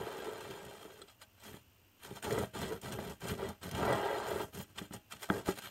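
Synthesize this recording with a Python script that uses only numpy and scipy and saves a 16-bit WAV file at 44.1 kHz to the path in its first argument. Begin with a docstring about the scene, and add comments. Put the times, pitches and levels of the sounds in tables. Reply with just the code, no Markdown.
"""A steel shaft coasts in a worn roller bearing, over soft workshop noise and a faint electrical whine.
Rollers bump over pits and ring the housing, grit scrapes and cracks on the races, and the loose shaft
rumbles and knocks. After a second it stops and loose rollers clink against their cage. A hand pushes it
round in short spells, throws it into a spin near 3.8 s, brakes it with a hiss of the palm, then rocks it.
Each impact excites the damped resonances of the part it strikes."""
import sys
import numpy as np
from scipy import signal
from scipy.fft import rfft, irfft
from scipy.io import wavfile

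SR = 44100
rng = np.random.default_rng(int(sys.argv[2]) if len(sys.argv) > 2 else 0)


def to_wav(sig):
    """Store sig (one row per channel, or 1-D mono) as 16-bit WAV at the path in sys.argv[1].

    Samples outside -1..1 are clipped; the rate is SR.
    """
    pcm = np.clip(np.atleast_2d(sig), -1, 1) * 32767
    pcm = np.round(pcm).astype(np.int16)
    wavfile.write(sys.argv[1], SR, pcm.T)  # frames by channels


N = 251370

# resonances of the bearing's parts: (frequency [Hz], bandwidth [Hz], level [dB])
HOLLOW_MODES = [(316.5, 14.3, -7), (390.5, 25, 1), (401, 22, -10), (412, 28, -10.5), (429.2, 36, -1)]  # hollow of the cast housing
WALL_MODES = [(575.7, 27, 5.5), (634, 7.9, 5.5), (661, 27, -1), (692, 35, -2.5), (826, 12, 4),
              (863, 106, -3), (948, 30, -5.5), (1057, 9.7, -13), (1197, 100, -9.5), (1362, 65, -5.5),
              (1609, 36, -11), (1880, 25, -12), (1980, 68, -15.5)]  # walls of the housing
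RACE_MODES = [(1275, 264, 4.5), (1568, 50, 9.5), (2002, 137, 3.5), (2375, 107, 0), (2665, 38, 6),
              (2896, 57, 0.5), (3194, 146, 1), (3262, 204, 0.5), (3546, 99, -1.5), (4100, 140, -1),
              (4160, 93, -2.5), (4400, 60, -26), (4900, 71, -8.5)]  # races and roller cage
ROLLER_MODES = [(5390, 980, -1), (6240, 86, -0.5), (6430, 240, -4.5), (6854, 28, 9), (7060, 220, 3),
                (7850, 310, -5), (8500, 106, 6), (8880, 270, -0.5), (9580, 430, -5.5), (10980, 370, -12),
                (11690, 430, -1.5), (11860, 120, -8.5), (12600, 560, -13), (13600, 530, -7),
                (13400, 200, -14), (15500, 480, -10.5)]


def amp(db):
    """Amplitude ratio of a level: a factor of ten per 20 dB."""
    return 10 ** (np.asarray(db) / 20)


def unit_rms(x):
    """Normalisation to a mean power of 1."""
    return x / np.sqrt(np.mean(x ** 2) + 1e-20)


def add(mix, start_s, sound):
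    """Superposition: a sound adds to the mix from its starting time."""
    part = mix[max(round(start_s * SR), 0):][:len(sound)]
    part += sound[:len(part)]


def wander(cutoff_hz):
    """Low-passed Gaussian noise: a slow random fluctuation of rms 1."""
    f = np.fft.rfftfreq(N, 1 / SR)
    return unit_rms(irfft(rfft(rng.standard_normal(N)) / (1 + (f / cutoff_hz) ** 4), N))


def ring(modes, skirt=1.36, size=16384):
    """Impulse response of damped resonances, peak 1; skirt steepens the roll-off outside their range."""
    f = np.fft.rfftfreq(size, 1 / SR) + 1
    power = sum(amp(db) ** 2 / (1 + (2 * (f - hz) / width) ** 2) for hz, width, db in modes)
    low_hz, high_hz = modes[0][0], modes[-1][0] * np.sqrt(2)
    power /= ((1 + (low_hz / f) ** 4) * (1 + (f / high_hz) ** 4)) ** skirt
    # folding the cepstrum gives a causal, minimum-phase response
    cepstrum = irfft(np.log(power / power.max() + 1e-10) / 2)
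    cepstrum[1:size // 2] *= 2
    cepstrum[size // 2 + 1:] = 0
    response = irfft(np.exp(rfft(cepstrum)))[:size // 2]
    return response / abs(response).max()


def impacts(per_s, spread_db):
    """Shot noise: independent tiny blows of random sign and size, rms 1."""
    size = amp(spread_db * np.minimum(rng.exponential(1, N), 4)) * rng.choice([-1, 1], N)
    struck = rng.random(N) < per_s / SR
    return unit_rms(size * struck / np.sqrt(per_s))


def excite(force, response):
    """Forced vibration: the force is convolved with an impulse response of unit energy."""
    return signal.oaconvolve(force, response / np.linalg.norm(response))[:N]


def casing(direct, wet, t60=0.051, count=40):
    """Early reflections from the surrounding metal follow the direct sound, decaying exponentially."""
    delay_s = rng.uniform(.001, .03, count)
    taps = np.zeros(SR // 20)
    taps[(delay_s * SR).astype(int)] = rng.choice([-1, 1], count) * amp(-60 * delay_s / t60)
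    taps *= wet / np.linalg.norm(taps)
    taps[0] = 1
    return excite(direct, taps)


def rolling(force, modes, skirt, uneven_db, detune, wet, count=6):
    """Moving excitation: the contact wanders among places, each with its own modal mix and reflections."""
    hz, width, db = np.transpose(modes)
    shares = amp(13.6 * np.array([wander(22) for _ in range(count)]))
    shares /= np.linalg.norm(shares, axis=0)
    chance = rng.standard_normal((2, count, len(hz)))
    shifts, heights = chance - chance.mean(1, keepdims=True)
    out = np.zeros(N)
    for share, shift, height in zip(shares, shifts, heights):
        local_modes = np.c_[hz * (1 + detune * shift), width, db + uneven_db * height]
        out += excite(force * share, casing(ring(local_modes, skirt), wet))
    return out


def swell(age, half_s):
    """Envelope of a transient load, falling to half at half_s either side of its peak."""
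    return .5 ** ((abs(age) / half_s) ** 1.2)


def push(age, length, rise_s, fall_db_per_s):
    """Envelope of a driven motion: it builds, holds while the hand turns, then decays exponentially."""
    return np.clip(age / rise_s, 0, 1) ** 1.311 * amp(-fall_db_per_s * np.maximum(age - length, 0))


def drive():
    """Incoherent addition: the powers of spin, pushes, scrapes and lurches sum to each part's drive in dB."""
    # shaft rotation: (time [s], speed [share of top speed])
    coast = [(0, 0.18), (.5, .1), (.78, .055), (1.035, 0.026), (1.066, 0)]  # friction brings it to rest
    throw = [(3.746, 0.083), (3.82, 0.55), (3.92, 1.0), (4.014, .58), (4.2, .39), (4.43, 0.21),
             (4.45, 0.056)]  # one hard throw, braked by the palm
    # drive grows with speed and levels off past a knee; rows are bench, hollow, walls, races, rollers:
    # (level at top speed [dB], knee [share of top speed])
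    spin_law = [(-53.5, 0.2), (-35.5, 1), (-32, 24.2), (-47.5, 0.23), (-55.5, .115)]
    # pushes of the hand: (start [s], length [s], bench [dB], housing [dB], races [dB], rollers [dB])
    pushes = [(1.409, 0.16, -54.5, -60.5, -62.0, -62.5), (2.015, 0.16, -57.5, -57.5, -60.5, -63),
              (2.217, 0.22, -42.5, -42.5, -50.5, -53), (2.525, 0.14, -40.5, -44.5, -50, -53),
              (2.654, 0.095, -50, -45.5, -54, -56), (2.809, 0.15, -45, -50, -54.0, -57),
              (2.966, 0.15, -47, -49.5, -55.0, -58), (3.195, 0.14, -45.5, -48.5, -53.0, -56.5),
              (3.358, 0.14, -46, -45.5, -54.5, -59), (3.605, 0.077, -43, -51, -53.0, -55),
              (3.696, 0.28, -40, -47.0, -52.5, -58.5), (4.26, 0.19, -49, -48.5, -62, -57.0),
              (4.518, 0.089, -45, -52.5, -52.5, -53.5), (4.662, 0.047, -61.5, -72, -72.5, -71),
              (4.741, 0.105, -55, -59, -59.0, -61), (4.905, 0.043, -46, -52, -56, -59),
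              (5.093, 0.066, -57, -62, -59, -63), (5.195, 0.04, -65, -54.0, -67, -67),
              (5.273, 0.12, -46.5, -43, -53, -55), (5.441, 0.058, -42.0, -44.5, -46.5, -50.5),
              (5.536, 0.047, -54, -58, -53, -57.5), (5.601, 0.064, -57.5, -58, -49.5, -54)]
    # a roller drags through grit: (peak time [s], half-length [s], races [dB])
    scrapes = [(1.098, 0.018, -60.5), (1.225, 0.01096, -56.5), (1.449, 0.0287, -55.5), (2.047, 0.02, -50.5),
               (2.171, 0.012, -52.0), (2.25, 0.01, -45), (2.616, 0.011, -48), (2.935, 0.0076, -48),
               (3.104, 0.009, -54), (3.298, 0.024, -45.5), (4.784, 0.0062, -44), (4.944, 0.012, -51.0),
               (5.124, 0.0073, -45.0), (5.234, 0.019, -48.5), (5.499, 0.02, -48.5), (5.587, 0.0055, -45.5),
               (5.672, 0.012, -52)]
    # the shaft lurches over a deep pit: (peak time [s], bench [dB], hollow [dB])
    lurches = [(-0.002, -43, -37.5), (0.194, -57, -47), (0.287, -76, -37.0), (0.503, -49.5, -44.5),
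               (0.659, -50.5, -66), (1.017, -60.5, -51.5), (2.124, -51, -47), (2.325, -51.0, -31.5),
               (2.396, -41.5, -37), (2.718, -58, -36.5), (2.995, -48, -39), (3.321, -35.5, -42),
               (3.418, -58, -37.5), (3.821, -37.5, -31), (5.37, -58, -35.5)]
    t = np.arange(0, N / SR, .001)
    speed = np.interp(t, *np.transpose(coast), right=0)
    speed += np.interp(t, *np.transpose(throw), left=0, right=0)
    floor_power = amp(-88.5) ** 2  # faint floor that keeps each level finite in the pauses
    bench, hollow, walls, races, rollers = (
        floor_power + (amp(db) * speed * (1 + knee) / (speed + knee)) ** 2 for db, knee in spin_law)
    for start, length, bench_db, housing_db, races_db, rollers_db in pushes:
        # the grit answers first, the heavy parts later
        grit = push(t - start, length, rise_s=0.027, fall_db_per_s=327)
        grind = push(t - start, length, rise_s=0.032, fall_db_per_s=472)
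        rumble = push(t - start, length, rise_s=0.044, fall_db_per_s=353)
        bench += (amp(bench_db) * rumble) ** 2
        hollow += (amp(housing_db) * grind) ** 2
        walls += (amp(housing_db) * grind) ** 2
        races += (amp(races_db) * grit) ** 2
        rollers += (amp(rollers_db) * grit) ** 2
    for peak_s, half_s, db in scrapes:
        scrape = amp(db) * swell(t - peak_s, half_s)
        races += scrape ** 2
        walls += (amp(-3) * scrape) ** 2
        rollers += (amp(-3) * scrape) ** 2
    for peak_s, bench_db, hollow_db in lurches:
        lurch = swell(t - peak_s, half_s=.02)
        bench += (amp(bench_db) * lurch) ** 2
        hollow += (amp(hollow_db) * lurch) ** 2
    powers = bench, hollow, walls, races, rollers
    return [np.interp(np.arange(N) / SR, t, 10 * np.log10(power)) for power in powers]


def bearing():
    """Roughness excitation: rollers strike pits and grit, harder and more often as the drive rises."""
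    # low resonances of shaft and bench: (frequency [Hz], bandwidth [Hz], level [dB])
    bench_modes = [(78, 27, -1), (101, 63, -4), (123, 8.6, 0.5), (165, 28, -21.5), (180, 37, -5.5),
                   (203, 11, 0.5), (203, 140, -4)]
    bench_db, hollow_db, walls_db, race_db, rollers_db = drive()
    speed = amp(.3 * (walls_db - walls_db.max()))
    # the load swells each time a roller crosses the worn patch
    pass_hz = 160 * speed * (1 + 0.0509 * wander(17.3))
    pass_phase = 2 * np.pi * np.cumsum(pass_hz) / SR
    load = unit_rms(amp(2 * np.cos(pass_phase) + 0.82 * wander(83)))
    # long bumps shake the heavy parts, fine grit the small hard ones
    bumps = impacts(2000 * speed, spread_db=0.4) * load
    pits = impacts(3000 * speed, spread_db=0.5) * load
    grit = impacts(5000 * speed, spread_db=1.0) * load
    dust = grit + 0.38 * impacts(5000 * speed, spread_db=-1.0) * load
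    dust = unit_rms(dust * amp(0.5 * wander(42)))  # the finest dust lies in clumps
    rumble = excite(bumps * amp(bench_db - 1.1), ring(bench_modes, skirt=0.95))
    roll = excite(pits * amp(hollow_db - 2.3), ring(HOLLOW_MODES, skirt=1.0))
    grind = rolling(pits * amp(walls_db - 4), WALL_MODES, skirt=1.5, uneven_db=4.5, detune=0.001, wet=0.6)
    scrape = rolling(grit * amp(race_db - 3), RACE_MODES, skirt=0.88, uneven_db=2.5, detune=0.0041, wet=1)
    fizz = rolling(dust * amp(rollers_db - 3.5), ROLLER_MODES,
                   skirt=0.95, uneven_db=6, detune=0.0033, wet=0.68)
    return rumble + roll + grind + scrape + fizz


def workshop():
    """Broadband room noise and an electrical whine, modulated in amplitude and phase by the mains."""
    # spectrum of the room noise: (frequency [Hz], relative spectral level [dB])
    room_spectrum = [(20, -12), (42, -3), (70, 2.5), (100, 9), (145, -10), (185, -4), (290, -3),
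                     (450, -10.5), (900, -12.5), (2200, -16.5), (2850, -8), (3600, -20.5), (6400, -20),
                     (10000, -25), (15500, -26)]
    whine_hz, mains_hz = 13623, 60
    f, t = np.fft.rfftfreq(N, 1 / SR), np.arange(N) / SR
    hz, db = np.transpose(room_spectrum)
    colour = amp(np.interp(np.log(f + 1), np.log(hz), db))
    air = irfft(rfft(rng.standard_normal(N)) * colour, N)
    mains_phase = 2 * np.pi * mains_hz * t
    whine_phase = 2 * np.pi * whine_hz * t + .3 * np.sin(mains_phase) + 0.62 * wander(8.8)
    whine = amp(12 * np.cos(mains_phase)) * np.sin(whine_phase)
    return amp(-67) * unit_rms(air) + amp(-77.5) * unit_rms(whine)


def blow(response, decay_s, grain, size=2048):
    """Impact excitation: an impulse and a brief noisy crumble, weighted by grain, ring a body; peak 1."""
    age = np.arange(size) / SR / decay_s
    crumble = rng.standard_normal(size) * np.sqrt(age) * np.exp(-age)
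    force = grain * crumble / np.linalg.norm(crumble)
    force[0] += 1
    sound = signal.fftconvolve(force, response)
    return sound / abs(sound).max()


def knocks():
    """Impact across a clearance: the shaft takes up its play, steel clacks, housing and bench follow."""
    # knocks of the shaft: (time [s], housing [dB], thud [dB], clack [dB])
    strikes = [(0.068, -33, -65, -60), (0.27, -35.5, -52, -59), (0.85, -42.5, -50, -63),
               (1.54, -45, -44, -48), (2.377, -27, -34, -39), (2.986, -28.5, -35.5, -44),
               (4.029, -28, -46.5, -55.5), (4.313, -25.5, -56, -39), (4.357, -28.5, -57, -60),
               (4.399, -30.5, -54, -40), (4.814, -44, -36.5, -47), (4.908, -48, -40, -51),
               (5.3003, -24, -22, -19.5), (5.485, -23.5, -26, -32)]
    # resonances of the low thud and the steel's clack: (frequency [Hz], bandwidth [Hz], level [dB])
    thud_modes = [(107, 26, -2), (192, 27, 9), (300, 11, 6.5)]
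    clack_modes = [(814, 46, -22), (1314, 79, 7), (1440, 64, -12.5), (1630, 97, 2), (2010, 17, 4.5),
                   (3380, 214, -8)]
    out = np.zeros(N)
    housing = ring(HOLLOW_MODES) + ring(WALL_MODES)
    thud, clack = ring(thud_modes, skirt=0.31), ring(clack_modes, skirt=6.2)
    for time_s, housing_db, thud_db, clack_db in strikes:
        add(out, time_s, amp(clack_db) * blow(clack, decay_s=0.002, grain=0.9))
        add(out, time_s + 0.00078, amp(housing_db) * blow(housing, decay_s=0.0039, grain=1.0))
        add(out, time_s + 0.0014, amp(thud_db) * thud)
    return out


def cracks():
    """Brittle fracture: a grain breaks under a roller and sets race and roller ringing."""
    # breaking grains: (time [s], races [dB], rollers [dB])
    fractures = [(0.407, -40.5, -44.5), (0.508, -37.5, -46), (0.649, -53, -45.5), (0.829, -44.5, -54),
                 (2.16, -49, -43), (2.226, -34, -38.5), (2.2429, -33, -39), (2.3072, -30.5, -36),
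                 (2.325, -40, -34), (2.3866, -37, -36), (2.63, -31.5, -50), (2.815, -50, -41),
                 (2.9217, -37, -38), (3.206, -53, -45), (3.283, -35.5, -37), (3.4884, -42, -40.5),
                 (3.618, -59, -57.5), (3.712, -39, -38), (3.749, -32.5, -37.5), (3.927, -47, -35),
                 (4.286, -36.5, -40.5), (4.548, -55, -51), (4.784, -28.5, -42), (4.9346, -55, -40),
                 (5.121, -50, -41), (5.229, -33, -35.5)]
    out, race, roller = np.zeros(N), ring(RACE_MODES), ring(ROLLER_MODES)
    for time_s, race_db, roller_db in fractures:
        add(out, time_s, amp(race_db) * casing(blow(race, decay_s=0.0014, grain=2.6), wet=1.0))
        add(out, time_s, amp(roller_db) * casing(blow(roller, decay_s=0.002, grain=6.8), wet=0.64))
    return out


def clinks():
    """Free vibration: as the shaft stops, unloaded rollers drop against their cage and ring."""
    # falling rollers: (time [s], level [dB])
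    drops = [(1.0175, -41), (1.084, -50), (1.2195, -43)]
    # resonances of roller and cage: (frequency [Hz], bandwidth [Hz], level [dB])
    cage_modes = [(1320, 110, 3), (2020, 100, -3), (3350, 120, 0.5), (3640, 120, -13), (4060, 78, 3),
                  (4850, 120, -6), (8200, 490, -6.5)]
    out = np.zeros(N)
    for time_s, db in drops:
        add(out, time_s, amp(db) * blow(ring(cage_modes), decay_s=0.004, grain=1.3))
    return out


def palm():
    """Sliding friction: skin brakes the smooth shaft with a fine, high hiss."""
    # envelope of the hiss: (time [s], level [dB])
    envelope = [(4.198, -85.5), (4.331, -71.5), (4.411, -55), (4.45, -68), (4.498, -78), (4.57, -68),
                (4.631, -48.5), (4.655, -93)]
    highpass = signal.butter(4, 12500, "high", fs=SR, output="sos")
    hiss = signal.sosfilt(highpass, impacts(9000, spread_db=0))
    level_db = np.interp(np.arange(N) / SR, *np.transpose(envelope), left=-np.inf, right=-np.inf)
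    return unit_rms(hiss) * amp(level_db)


def scene():
    """Superposition of bearing, grit, knocks, hand and workshop in one channel."""
    return (bearing() + cracks() + clinks() + knocks() + palm() + workshop())[None]


def record(dry):
    """Band limiting: a linear-phase low-pass filter removes the highest treble."""
    cutoff_hz = 15830
    lowpass = signal.firwin(611, cutoff_hz, window=("kaiser", 9), fs=SR)
    return signal.oaconvolve(dry, lowpass[None], "same")


dry = scene()
out = record(dry)
to_wav(out)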